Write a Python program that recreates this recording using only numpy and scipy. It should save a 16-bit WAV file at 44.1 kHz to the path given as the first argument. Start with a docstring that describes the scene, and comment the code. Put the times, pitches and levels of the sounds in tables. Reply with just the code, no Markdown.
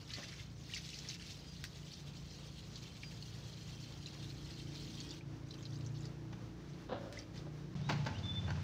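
"""A hose pours into a plastic bucket in a walled yard while a hand stirs the water, with a bird note or two.
The tap is shut, the hose dribbles, and the bucket is lifted, scrapes and sloshes. Abruptly, a garden: the
bucket is set down on stony ground and a bird whistles. An engine idles some way off, louder in the garden.
Water is built from bubbles and spray grains, the bucket from grains and wall modes, birds from gliding
sines, the engine from wavering orders of its firing rate, and the open air from shaped noise."""
import sys
import numpy as np
from scipy import signal
from scipy.fft import rfft, irfft
from scipy.io import wavfile
from scipy.ndimage import uniform_filter1d, map_coordinates

SR = 44100
rng = np.random.default_rng(int(sys.argv[2]) if len(sys.argv) > 2 else 0)


def file_out(sig):
    """Save sig as 16-bit WAV at sys.argv[1]."""
    # one column per channel
    cols = np.atleast_2d(sig).T
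    # limit, then scale
    lim = np.clip(cols, -1, 1)
    pcm = np.round(lim * 32767).astype(np.int16)
    wavfile.write(sys.argv[1], SR, pcm)


N = 380583
TIME = np.arange(N) / SR
EDGE_HZ = 15650  # top of the band
# the yard background stops, and after an instant the garden background starts
GARDEN_S, SILENCE_S = 7.752, 0.0066

# the jet: base level, its growth as the bucket fills, and the closing of the tap
JET_DB, FILL_DB_PER_S, TAP_SHUT_S, SHUT_FADE_S = -62, 0.5, 5.188, 0.0049
# spectrum of the poured water: (frequency [Hz], relative level [dB per Hz])
POUR_SPECTRUM = [(410, -46), (700, -14.5), (1050, -18), (1920, -8), (3150, -2.3), (4350, -1), (6420, -6),
                 (9110, -22), (12000, -27), (15500, -23)]
# inside of the bucket ringing with the jet: (frequency [Hz], width [Hz], level [dB])
CAVITY_MODES = [(3200, 170, -3.5), (4270, 120, -2), (5030, 35, -18)]
# jet spattering on the hand or as the tap turns, or the hand shielding the water:
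# (time [s], length [s], level change [dB])
HAND_MOVES = [(0.062, 0.2, 3.5), (0.457, 0.098, -7), (0.664, 0.48, 4.5), (1.236, 0.08, 5.5),
              (1.845, 0.041, 2), (4.94, 0.057, 2.5)]
HAND_MOVE_S = 0.037
# spectrum of a splat of water: (frequency [Hz], relative level [dB per Hz])
SPLAT_SPECTRUM = [(1000, -18.5), (2000, -3.5), (5500, 5.5), (8500, -17), (13000, -23.5)]
# the hose runs empty in a dribble
DRIBBLE_S, DRIBBLE_LENGTH_S, DRIBBLE_DB = 5.45, 0.614, -65.5
# water stirred by the hand or swinging in the bucket: (time [s], length [s], starting level [dB])
SLOSH_EVENTS = [(0.075, 0.33, -52), (0.74, 0.05, -50), (1.07, 0.038, -46.5), (1.175, 0.054, -51.5),
                (6.67, 0.061, -60), (7.122, 0.081, -53), (7.33, 0.045, -55)]
SLOSH_RISE_S, SLOSH_SAG_DB, SLOSH_FADE_S = 0.035, -6.5, 0.033
# spectrum of the sloshing water: (frequency [Hz], relative level [dB per Hz])
SLOSH_SPECTRUM = [(700, -27), (1200, -7), (2000, -0.5), (3000, -1.5), (5000, -2.5), (6500, -6), (8600, -22),
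                  (12000, -33), (15500, -30)]
# loudest gulps and drops:
# (time [s], peak before trim [dB], main bubble pitch [Hz], mean trail of further bubbles [s])
PLOP_EVENTS = [(0.104, -40, 3700, 0.0073), (0.1365, -30.5, 4280, .006), (0.737, -31, 3000, 0.0015),
               (0.7454, -34.5, 5100, 0.0017), (0.7574, -33.5, 4500, .002), (0.8895, -37.5, 3740, .003),
               (0.942, -37, 4730, .002), (0.96, -42, 4750, .003), (0.989, -34, 5300, 0.0011),
               (1.0874, -34, 5400, .007), (1.1, -37, 3860, .007), (1.936, -40.5, 4140, .002),
               (2.7572, -39.5, 4370, 0.004), (3.033, -37, 2330, 0.0019), (3.2248, -39, 4240, 0.0053),
               (4.06, -37.5, 3900, .02), (4.7531, -39.5, 3930, .011), (5.003, -36, 4400, 0.012),
               (5.091, -42, 5100, 0.0052), (5.107, -38.5, 4700, 0.005), (5.5082, -40.5, 3940, 0.0064),
               (5.5408, -44.5, 3895, .008), (5.6269, -48, 6300, 0.0065), (5.6535, -39, 4100, .005),
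               (5.756, -45.5, 4450, 0.0053), (5.8087, -49, 4150, 0.006), (5.8627, -45, 6100, 0.0058),
               (6.007, -50, 6760, 0.007), (6.0534, -44.5, 4807, 0.0093), (7.1896, -37, 5700, 0.007),
               (7.377, -44, 5000, 0.0082)]
# lone air pockets in stirred or settling water: (time [s], peak [dB], starting pitch [Hz])
PLINK_EVENTS = [(0.397, -50, 1980), (0.696, -52, 1900), (0.723, -52.5, 1740), (0.764, -39.5, 2050),
                (0.932, -46, 2600), (1.197, -49, 2770), (5.209, -52, 2260), (6.157, -64, 2380),
                (7.1725, -44, 1890), (8.375, -52, 2050)]

# bucket bumped, then meeting the ground and shifted about:
# (time [s], blow level [dB], grit relative to the blow [dB], decay [s])
KNOCK_EVENTS = [(6.325, -46, -5.5, 0.011), (7.889, -28.5, -5.5, 0.019), (7.919, -36.5, -5, .015),
                (7.977, -45, -5, 0.0085), (8.049, -46, 0, .005), (8.06, -33, -7, 0.017),
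                (8.083, -43.5, -12, 0.014), (8.18, -52, 3, 0.019), (8.475, -39, -14, 0.017),
                (8.504, -34.5, -7, 0.0052), (8.556, -40.5, -12, 0.0053), (8.572, -43, -14, 0.0081)]
# ringing modes of the plastic wall: (frequency [Hz], relative level [dB], time to fall 60 dB [s])
BUCKET_MODES = [(660, -21, 0.23), (865, -5.5, 0.26), (921, -6.5, 0.15), (1415, -3.5, 0.12),
                (1547, 8.5, 0.05)]
# spectrum of the dull blow: (frequency [Hz], relative level [dB per Hz])
THUD_SPECTRUM = [(150, -15), (250, 2.5), (387, -11.5), (678, -5.5), (753, -9.5), (853, -3.5), (1120, -10.5),
                 (3000, -17.5), (3900, -58), (6600, -120)]
# spectrum of the grit: (frequency [Hz], relative level [dB per Hz])
GRIT_SPECTRUM = [(900, -25), (1800, -4), (4400, 1), (6500, -7), (8500, -26), (12000, -42), (15000, -25)]
# bucket shifting with a hollow scrape:
# (time [s], level before trim [dB], swell [s], fade [s], hollow note relative to the scrape [dB])
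SCRAPE_EVENTS = [(0.168, -51, 0.013, 0.029, -21), (6.89, -44, 0.04, 0.04, -2),
                 (7.012, -59, 0.032, 0.085, 7.5), (7.466, -55, 0.0038, 0.0078, -2)]
# the hollow note follows the rocking water up and down
HOLLOW_HZ, ROCK_DEPTH_HZ, ROCKS_PER_S, ROCK_CREST_S = 550, 22, 5.9, 6.975
# spectrum of the scrape: (frequency [Hz], relative level [dB per Hz])
SCRAPE_SPECTRUM = [(140, -17), (250, 1), (400, -7), (680, -6.5), (1100, -12.5), (1600, -11.5),
                   (2000, -27.5), (3700, -20.5), (12000, -75)]
# sharp ticks of the handle and rim: (time [s], peak before trim [dB])
TICK_EVENTS = [(1.6407, -32.5), (7.1264, -42.5)]
# spectrum of a tick: (frequency [Hz], relative level [dB per Hz])
TICK_SPECTRUM = [(400, -17), (900, -13), (1600, 5.5), (2900, 1), (4500, 3), (7200, -5), (12000, -19),
                 (15000, -13.5)]

# bird notes: (time [s], length [s], middle pitch [Hz], glide [Hz], level before trim [dB])
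BIRD_NOTES = [(1.46, 0.085, 4833, -250, -60), (3.035, 0.065, 4800, -88, -55.5),
              (7.83, 0.082, 3790, 380, -60), (7.929, 0.1, 2850, -700, -64),
              (8.145, 0.034, 2920, 540, -53.5), (8.177, 0.014, 3580, 105, -56),
              (8.23, 0.055, 3540, 30, -47.5), (8.276, 0.051, 3493, 2, -43),
              (8.336, 0.071, 3523, -15, -43.5), (8.484, 0.038, 4418, 0, -58.5)]
NOTE_ARCH, NOTE_EDGE = 0.0055, 0.54  # pitch bend (fraction) and level exponent of the shared arch

# wavering speed of the engine: (time [s], firing rate [firings per s])
IDLE_SPEED = [(0.0, 29.1), (0.91, 27.5), (1.22, 28.7), (3.0, 28.8), (5.52, 28.3), (6.22, 29.5), (7.3, 28.4),
              (7.37, 29.9), (8.62, 29.3)]
# engine orders in the yard: (multiple of firing rate, relative level [dB])
YARD_ENGINE_ORDERS = [(2, -2), (6, 0.5), (8, -15.5), (9, -17), (10, -13), (11, -10), (12, -14), (15, -19.5)]
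# the two strongest engine lines in the yard, before trim:
# (time [s], fourth order level [dB], fifth order level [dB])
LEAD_LEVELS = [(0.0, -58, -54), (0.85, -54, -55.5), (1.35, -70, -54), (2.05, -66, -51.5), (2.7, -60, -53),
               (3.45, -51.5, -52.5), (4.45, -53, -49), (5.15, -57, -50.5), (5.6, -51.5, -49.5),
               (5.85, -43.5, -43.5), (6.15, -47.5, -45.5), (6.5, -51, -61), (6.72, -65, -44),
               (6.9, -53, -63), (7.17, -53, -65), (7.45, -53, -45), (7.75, -55, -50)]
LEAD_SMEAR = 0.053  # their phase waver (radians per order)
THROB_DB, THROB_GROWTH_DB_PER_S = -58.5, 0.32  # the other low orders slowly grow louder
# higher orders in the yard, opening up partway: (time [s], level [dB])
BARK_LEVELS = [(3.2, -67.5), (4.6, -56.5), (5.6, -56), (6.5, -57), (7.75, -58)]
# engine in the garden, before trim: (time [s], low orders level [dB], middle orders level [dB])
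GARDEN_ENGINE_LEVELS = [(7.78, -66, -41), (8.012, -53, -38), (8.14, -45.5, -48.5), (8.548, -40.5, -41.5),
                        (8.62, -43, -45)]
# engine orders in the garden: (multiple of firing rate, relative level [dB])
GARDEN_ENGINE_ORDERS = [(2.5, -12), (3, 1), (3.5, -1), (4, -6), (4.5, -4.5), (5, -1), (6, -5), (7, -11)]
# spectrum of the low outdoor rumble: (frequency [Hz], relative level [dB per Hz])
RUMBLE_SPECTRUM = [(20, -27), (40, -3), (58, 2), (95, 9), (130, 5), (220, 0), (330, -7.5), (600, -25),
                   (3000, -83.5)]
# spectrum of the yard air: (frequency [Hz], relative level [dB per Hz])
YARD_AIR_SPECTRUM = [(240, -15), (420, -6), (700, -12.5), (1500, -17), (2700, -22), (6000, -24),
                     (8300, -39), (12500, -45.5), (15500, -40)]
# spectrum of the garden air and rustle: (frequency [Hz], relative level [dB per Hz])
GARDEN_AIR_SPECTRUM = [(180, -8.5), (300, 0), (800, -7), (1500, -11), (2200, -12), (3500, -13.5),
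                       (6000, -17), (8500, -34.5), (12500, -45), (15500, -40)]


def pour(slug_db=1.63, spray=0.68, spatter_db=-56, drain_db=-20, drain_s=0.59, cavity_sway=0.012,
         uncovered_s=4.1):
    """The jet drives bubbles under and throws up spray until the tap is shut; on the hand it spatters brightly."""
    jet = froth(per_s=4500, spread_db=2.0, cycles=23, cloud_db=2.5, cloud_s=0.03, cloud_hz=702)
    jet = colour(jet + spray * grains(N, share=0.046, spread_db=-0.5), POUR_SPECTRUM)

    heave = 1 + cavity_sway * wander(hz=3.2)  # the churning surface keeps retuning the hollow
    clear = np.minimum(TIME / uncovered_s, 1)  # the hollow rings more freely as the arm comes out of it
    cavity = sum(amp(db) * resonate(jet, hz * heave, width) for hz, width, db in CAVITY_MODES)
    jet = unit(jet + clear * cavity)

    hand_db = sum(db * burst(s, length, HAND_MOVE_S, HAND_MOVE_S) for s, length, db in HAND_MOVES)
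    spray_on_hand = unit(colour(grains(N, share=0.06, spread_db=5.0), SPLAT_SPECTRUM))
    spatter = np.maximum(amp(hand_db) - 1, 0) * spray_on_hand  # only where the hand brightens the jet

    shut_s = np.maximum(TIME - TAP_SHUT_S, 0)
    drain = amp(drain_db) * np.exp(-shut_s / drain_s)  # the hose drains on after the tap is shut
    tap = np.exp(-shut_s / SHUT_FADE_S) + drain
    water = amp(JET_DB + FILL_DB_PER_S * TIME + hand_db) * jet + amp(spatter_db) * spatter
    return amp(slug_db * drift(hz=24.7)) * tap * water


def dribble(rise_s=0.047, fade_s=0.024, clump_db=1.5, spatter=0.45):
    """The last weak flow breaks into separate drips that spatter on the water."""
    drips = froth(per_s=900, spread_db=2.0, cycles=20, cloud_db=1.0, cloud_s=0.013, cloud_hz=1490)
    drips = unit(colour(drips + spatter * grains(N, share=0.0067, spread_db=1.0), POUR_SPECTRUM))
    level = amp(DRIBBLE_DB + clump_db * drift(hz=24))
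    return level * burst(DRIBBLE_S, DRIBBLE_LENGTH_S, rise_s, fade_s) * drips


def sloshes(clump_db=2.0, crackle=0.64):
    """Stirred water folds over in a fine crackle of bubbles; each slosh swells, sags and settles."""
    fizz = froth(per_s=4000, spread_db=2.6, cycles=7, cloud_db=3.5, cloud_s=0.012, cloud_hz=810)
    water = colour(fizz + crackle * grains(N, share=0.03, spread_db=3.0), SLOSH_SPECTRUM)
    stir = np.zeros(N)
    for s, length, db in SLOSH_EVENTS:
        sag_db = SLOSH_SAG_DB * np.clip((TIME - s) / length, 0, 1)
        stir += amp(db + sag_db) * burst(s, length, SLOSH_RISE_S, SLOSH_FADE_S)
    return amp(clump_db * drift(hz=30.2)) * stir * unit(water)


def plops(gain_db=-2.0, scatter=0.19, follower=0.68, top_hz=7000, splat_db=-14.5, count=10, size=3500):
    """A drop splats on the water and traps one main bubble and a quick trail of others near its size."""
    out, t = np.zeros(N), np.arange(size) / SR
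    for s, db, hz, trail_s in PLOP_EVENTS:
        delay = rng.exponential(trail_s, count)
        pitch = hz * np.exp(scatter * rng.standard_normal(count))
        height = follower * rng.random(count)
        delay[0], pitch[0], height[0] = 0, hz, 1  # the main bubble
        plop = bubbles(delay * SR, np.minimum(pitch, top_hz), height, cycles=7.5, length=size,
                       rise=0.058, start=1.3, size=450)
        spray = grains(size, share=0.15, spread_db=1.5) * np.exp(-t / trail_s)
        splat = colour(spray, SPLAT_SPECTRUM, size=512)
        add(out, s, amp(db + gain_db) * (plop / abs(plop).max() + amp(splat_db) * splat))
    return out


def plinks(cycles=8.6, start=1.6, rise_per_cycle=0.0111, size=4000):
    """A lone pocket of air rings cleanly, its pitch climbing as it rises to the surface."""
    out, t = np.zeros(N), np.arange(size) / SR
    for s, db, hz in PLINK_EVENTS:
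        turns = hz * t
        shape = (1 - np.exp(-turns / start)) * np.exp(-turns / cycles)
        ring = np.sin(2 * np.pi * turns * (1 + rise_per_cycle * turns / 2))
        add(out, s, amp(db) * shape / shape.max() * ring)
    return out


def knocks(thud_db=-2, ring_db=-9, grit_lasts=0.6, rise_lasts=0.44, flex=0.64, size=16000):
    """The bucket is knocked or crunches onto stones: a thud, grit, and the ring of the plastic wall."""
    out, t = np.zeros(N), np.arange(size) / SR
    heaviest_db = max(row[1] for row in KNOCK_EVENTS)
    for s, db, grit_db, decay_s in KNOCK_EVENTS:
        onset = np.minimum(t / (rise_lasts * decay_s), 1)  # the stones give way before the full weight lands
        thud = grains(size, share=0.16, spread_db=3.5) * onset * np.exp(-t / decay_s)
        thud = colour(thud, THUD_SPECTRUM)
        grit = grains(size, share=0.092, spread_db=0.0) * onset * np.exp(-t / (grit_lasts * decay_s))
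        grit = colour(grit, GRIT_SPECTRUM)
        ring = sum(amp(mode_db - 60 * t / t60) * np.sin(2 * np.pi * (hz * t + rng.random()))
                   for hz, mode_db, t60 in BUCKET_MODES)
        weight = amp(flex * (db - heaviest_db))  # light blows barely flex the wall
        ring = weight * amp(ring_db) * onset * ring
        add(out, s, amp(db) * (amp(thud_db) * thud + ring + amp(grit_db) * grit))
    return out


def scrapes(gain_db=1, width_hz=22, bite=0.41, size=16000):
    """Quick slips of the base shake the bucket, whose hollow note wavers as the water rocks inside."""
    out, t = np.zeros(N), np.arange(size) / SR
    for s, db, swell_s, fade_s, hollow_db in SCRAPE_EVENTS:
        swell = bite + (1 - bite) * np.minimum(t / swell_s, 1)
        stroke = swell * np.exp(-np.maximum(t - swell_s, 0) / fade_s)
        body = colour(stroke * grains(size, share=0.05, spread_db=0.5), SCRAPE_SPECTRUM)
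        rocking = np.cos(2 * np.pi * ROCKS_PER_S * (s + t - ROCK_CREST_S))
        hollow = resonate(body, HOLLOW_HZ + ROCK_DEPTH_HZ * rocking, width_hz)
        add(out, s, amp(db + gain_db) * (body + amp(hollow_db) * body.std() * unit(hollow)))
    return out


def ticks(gain_db=7, rattle=0.038, decay_s=0.013, size=3000):
    """The handle or rim gives a hard click with a brief rattle behind it."""
    out, t = np.zeros(N), np.arange(size) / SR
    for s, db in TICK_EVENTS:
        blow = rattle * rng.standard_normal(size) * np.exp(-t / decay_s)
        blow[0] = 1  # the click itself
        tick = colour(blow, TICK_SPECTRUM)
        add(out, s, amp(db + gain_db) * tick / abs(tick).max())
    return out


def birds(gain_db=1.0, quiver=0.003, flutter_db=0.6):
    """Nearly pure notes that swell, arch and glide, with a slight quiver in pitch and level."""
    out, waver = np.zeros(N), 1 + quiver * wander(hz=40.0)
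    flutter = amp(flutter_db * drift(hz=70))
    for s, length, hz, glide_hz, db in BIRD_NOTES:
        u = np.linspace(0, 1, round(length * SR))
        arch = 4 * u * (1 - u)
        glide = hz + glide_hz * (u - 0.5)
        pitch = glide * (1 + NOTE_ARCH * (arch - 0.5)) * waver[:len(u)]
        whistle = np.sin(2 * np.pi * np.cumsum(pitch) / SR)
        add(out, s, amp(db + gain_db) * arch ** NOTE_EDGE * whistle)
    return out * flutter


def engine(orders, split_hz, throb_db, bark_db, sway_db, smear):
    """Exhaust beats as a stack of swaying orders: a low throb and a higher bark."""
    rate = np.mean(IDLE_SPEED, axis=0)[1]
    throb, bark = np.zeros((2, N))
    for k, db in orders:
        k = round(2 * k) / 2  # half orders come from uneven firings
        line = amp(db + sway_db * wander(hz=5)) * exhaust_line(k, smear)
        if k * rate < split_hz:
            throb += line
        else:
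            bark += line
    return amp(throb_db) * unit(throb) + amp(bark_db) * unit(bark)


def exhaust_line(k, smear):
    """One order of the exhaust beat, rms 1; the air path delays it and makes it waver, the high orders most."""
    turns = np.cumsum(np.interp(TIME, *np.transpose(IDLE_SPEED))) / SR
    path = 2 * np.pi * rng.random() + 0.64 * wander(hz=1)  # reflections shift slowly in the breeze
    return unit(np.cos(2 * np.pi * k * turns + path + smear * k * wander(hz=5)))


def yard(rumble_db=-55.5, air_db=-65.5, air_growth_db_per_s=0.67, lead_db=-3.5, lead_sway_db=2.17):
    """The far engine with its two leading orders, low rumble and slowly growing open air."""
    motor = engine(YARD_ENGINE_ORDERS, split_hz=220, throb_db=THROB_DB + THROB_GROWTH_DB_PER_S * TIME,
                   bark_db=np.interp(TIME, *np.transpose(BARK_LEVELS)), sway_db=2.5, smear=0.071)
    s, *levels = np.transpose(LEAD_LEVELS)
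    for k, db in zip((4, 5), levels):
        line_db = np.interp(TIME, s, db) + lead_db + lead_sway_db * wander(hz=9)
        motor += amp(line_db) * exhaust_line(k, LEAD_SMEAR)
    air_level = amp(air_db + air_growth_db_per_s * TIME + 1.3 * wander(hz=8))
    return motor + amp(rumble_db) * noise(RUMBLE_SPECTRUM) + air_level * noise(YARD_AIR_SPECTRUM)


def garden(rumble_db=-49, air_db=-56.5, rustle_db=-62.5, clump_db=2.0, low_db=-1.0, middle_db=-0.5):
    """The engine is louder here, and the stony ground rustles underfoot as clumped grains."""
    s, low, middle = np.transpose(GARDEN_ENGINE_LEVELS)
    motor = engine(GARDEN_ENGINE_ORDERS, split_hz=115, throb_db=np.interp(TIME, s, low) + low_db,
                   bark_db=np.interp(TIME, s, middle) + middle_db, sway_db=1.7, smear=0.057)
    pebbles = grains(N, share=0.02, spread_db=2.5)
    rustle = unit(colour(amp(clump_db * drift(hz=25)) * pebbles, GARDEN_AIR_SPECTRUM))
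    air = amp(air_db + wander(hz=8.7)) * noise(GARDEN_AIR_SPECTRUM)
    return motor + amp(rumble_db) * noise(RUMBLE_SPECTRUM) + air + amp(rustle_db) * rustle


def noise(spectrum):
    """Even noise of rms 1 with the given spectrum."""
    return unit(colour(rng.standard_normal(N), spectrum))


def walls(x, echo_db, tail_db, t60, echo_s=0.01, shift_hz=2.3, size=22000, count=3):
    """One slap from the near wall and a scattered tail whose paths keep changing."""
    t = np.arange(size) / SR
    out = x.copy()
    add(out, echo_s, amp(echo_db) * x)
    for k in range(count):
        scatter = rng.standard_normal(size) * (rng.random(size) < 0.1)
        tail = scatter * amp(-60 * t / t60) * (t > 0.002)
        share = np.sqrt(2 / count) * np.cos(np.pi * (shift_hz * TIME + k / count))
        out += amp(tail_db) * signal.oaconvolve(x * share, tail / np.linalg.norm(tail))[:N]
    return out


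def froth(per_s, spread_db, cycles, cloud_db, cloud_s, cloud_hz):
    """A crowd of tiny bubbles of all pitches; they come in brief clouds of like size."""
    clouds = rng.standard_normal((1024, 64))  # loudness over time and pitch
    when, pitch, big = rng.random((int(per_s * N / SR), 3)).T
    hz = 500 + pitch * (EDGE_HZ - 500)
    cloud = map_coordinates(clouds, [when * N / SR / cloud_s, hz / cloud_hz], order=1, mode="wrap")
    height = amp(spread_db * np.minimum(-np.log(1 - big), 4) + cloud_db * cloud)
    return unit(bubbles(when * N, hz, height, cycles, N))


def bubbles(at, hz, height, cycles, length, rise=0.083, start=0.55, size=320):
    """Each bubble is a sine that starts softly and dies, its pitch creeping up as it nears the surface."""
    k = np.arange(size)
    turns = hz[:, None] * k / SR
    shape = (1 - np.exp(-turns / start)) * np.exp(-turns / cycles) * (1 - k / size)
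    ring = np.sin(2 * np.pi * turns * (1 + rise * k / size)) * shape
    ring *= (height / np.linalg.norm(ring, axis=1))[:, None]
    place = at[:, None].astype(int) + k
    return np.bincount(place.ravel(), ring.ravel(), length + size)[:length]


def grains(length, share, spread_db):
    """Sparse clicks of uneven size, rms 1."""
    height = amp(spread_db * np.minimum(rng.exponential(1, length), 4))
    return unit(height * rng.standard_normal(length) * (rng.random(length) < share))


def resonate(x, hz, width):
    """A resonance of gain 1 that follows the pitch curve hz."""
    turn = np.exp(2j * np.pi * np.cumsum(hz) / SR)
    r = np.exp(-np.pi * width / SR)
    # shift the note to 0 Hz, smooth, and shift back
    return 2 * (turn * signal.lfilter([1 - r], [1, -r], x / turn + 1e-18)).real


def colour(x, spectrum, size=4096):
    """Causal (minimum-phase) filter of unit energy with the given spectrum."""
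    hz, db = np.transpose(spectrum)
    f = np.fft.rfftfreq(size, 1 / SR) + 1
    log_gain = np.log(amp(np.interp(np.log(f), np.log(hz), db)))
    circle = np.concatenate([log_gain, log_gain[-2:0:-1]])
    taps = np.fft.ifft(np.exp(np.conj(signal.hilbert(circle)))).real[:size // 2]
    return signal.oaconvolve(x, taps / np.linalg.norm(taps))[:len(x)]


def burst(start, length, rise_s, fade_s):
    """Attack, hold and release, as a gain over time."""
    attack = np.clip((TIME - start) / rise_s, 0, 1)
    return attack * np.exp(-np.maximum(TIME - start - length, 0) / fade_s)


def drift(hz):
    """Random drift of rms 1, moving up to about hz times a second."""
    f = np.fft.rfftfreq(N, 1 / SR)
    return unit(irfft(rfft(rng.standard_normal(N)) / (1 + (f / hz) ** 4), N))


def wander(hz, count=12):
    """A smooth random sway of rms 1: a few sines slower than hz."""
    t = TIME[::400]
    sway = sum(np.sin(2 * np.pi * (hz * a * t + b)) for a, b in rng.random((count, 2)))
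    return np.interp(TIME, t, unit(sway))


def amp(db):
    """Decibels to gain."""
    return 10 ** (np.asarray(db) / 20)


def unit(x):
    """Scales to rms 1."""
    return x / np.sqrt(np.mean(x ** 2) + 1e-20)


def add(mix, s, sound):
    """Mixes a sound in at time s."""
    part = mix[max(round(s * SR), 0):][:len(sound)]
    part += sound[:len(part)]


def scene():
    """Water, bucket and birds over the background of each place."""
    wet = pour() + dribble() + sloshes() + plops() + plinks() + ticks()
    water = walls(wet, echo_db=-18.0, tail_db=-6.5, t60=0.061)
    bucket = walls(knocks() + scrapes(), echo_db=-11, tail_db=-6.5, t60=0.59)
    song = walls(birds(), echo_db=-23, tail_db=-9.5, t60=0.52)
    in_yard = uniform_filter1d((TIME < GARDEN_S - SILENCE_S) * 1., size=60)
    in_garden = uniform_filter1d((TIME > GARDEN_S) * 1., size=20)
    return (water + bucket + song + in_yard * yard() + in_garden * garden())[None]


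def record(dry):
    """The microphone loses the deepest bass; then the band limit."""
    thin = signal.sosfilt(signal.butter(2, 35, "high", fs=SR, output="sos"), dry)
    edge = signal.firwin(511, EDGE_HZ, window=("kaiser", 9), fs=SR)
    return signal.oaconvolve(thin, edge[None], "same")


dry = scene()
out = record(dry)
file_out(out)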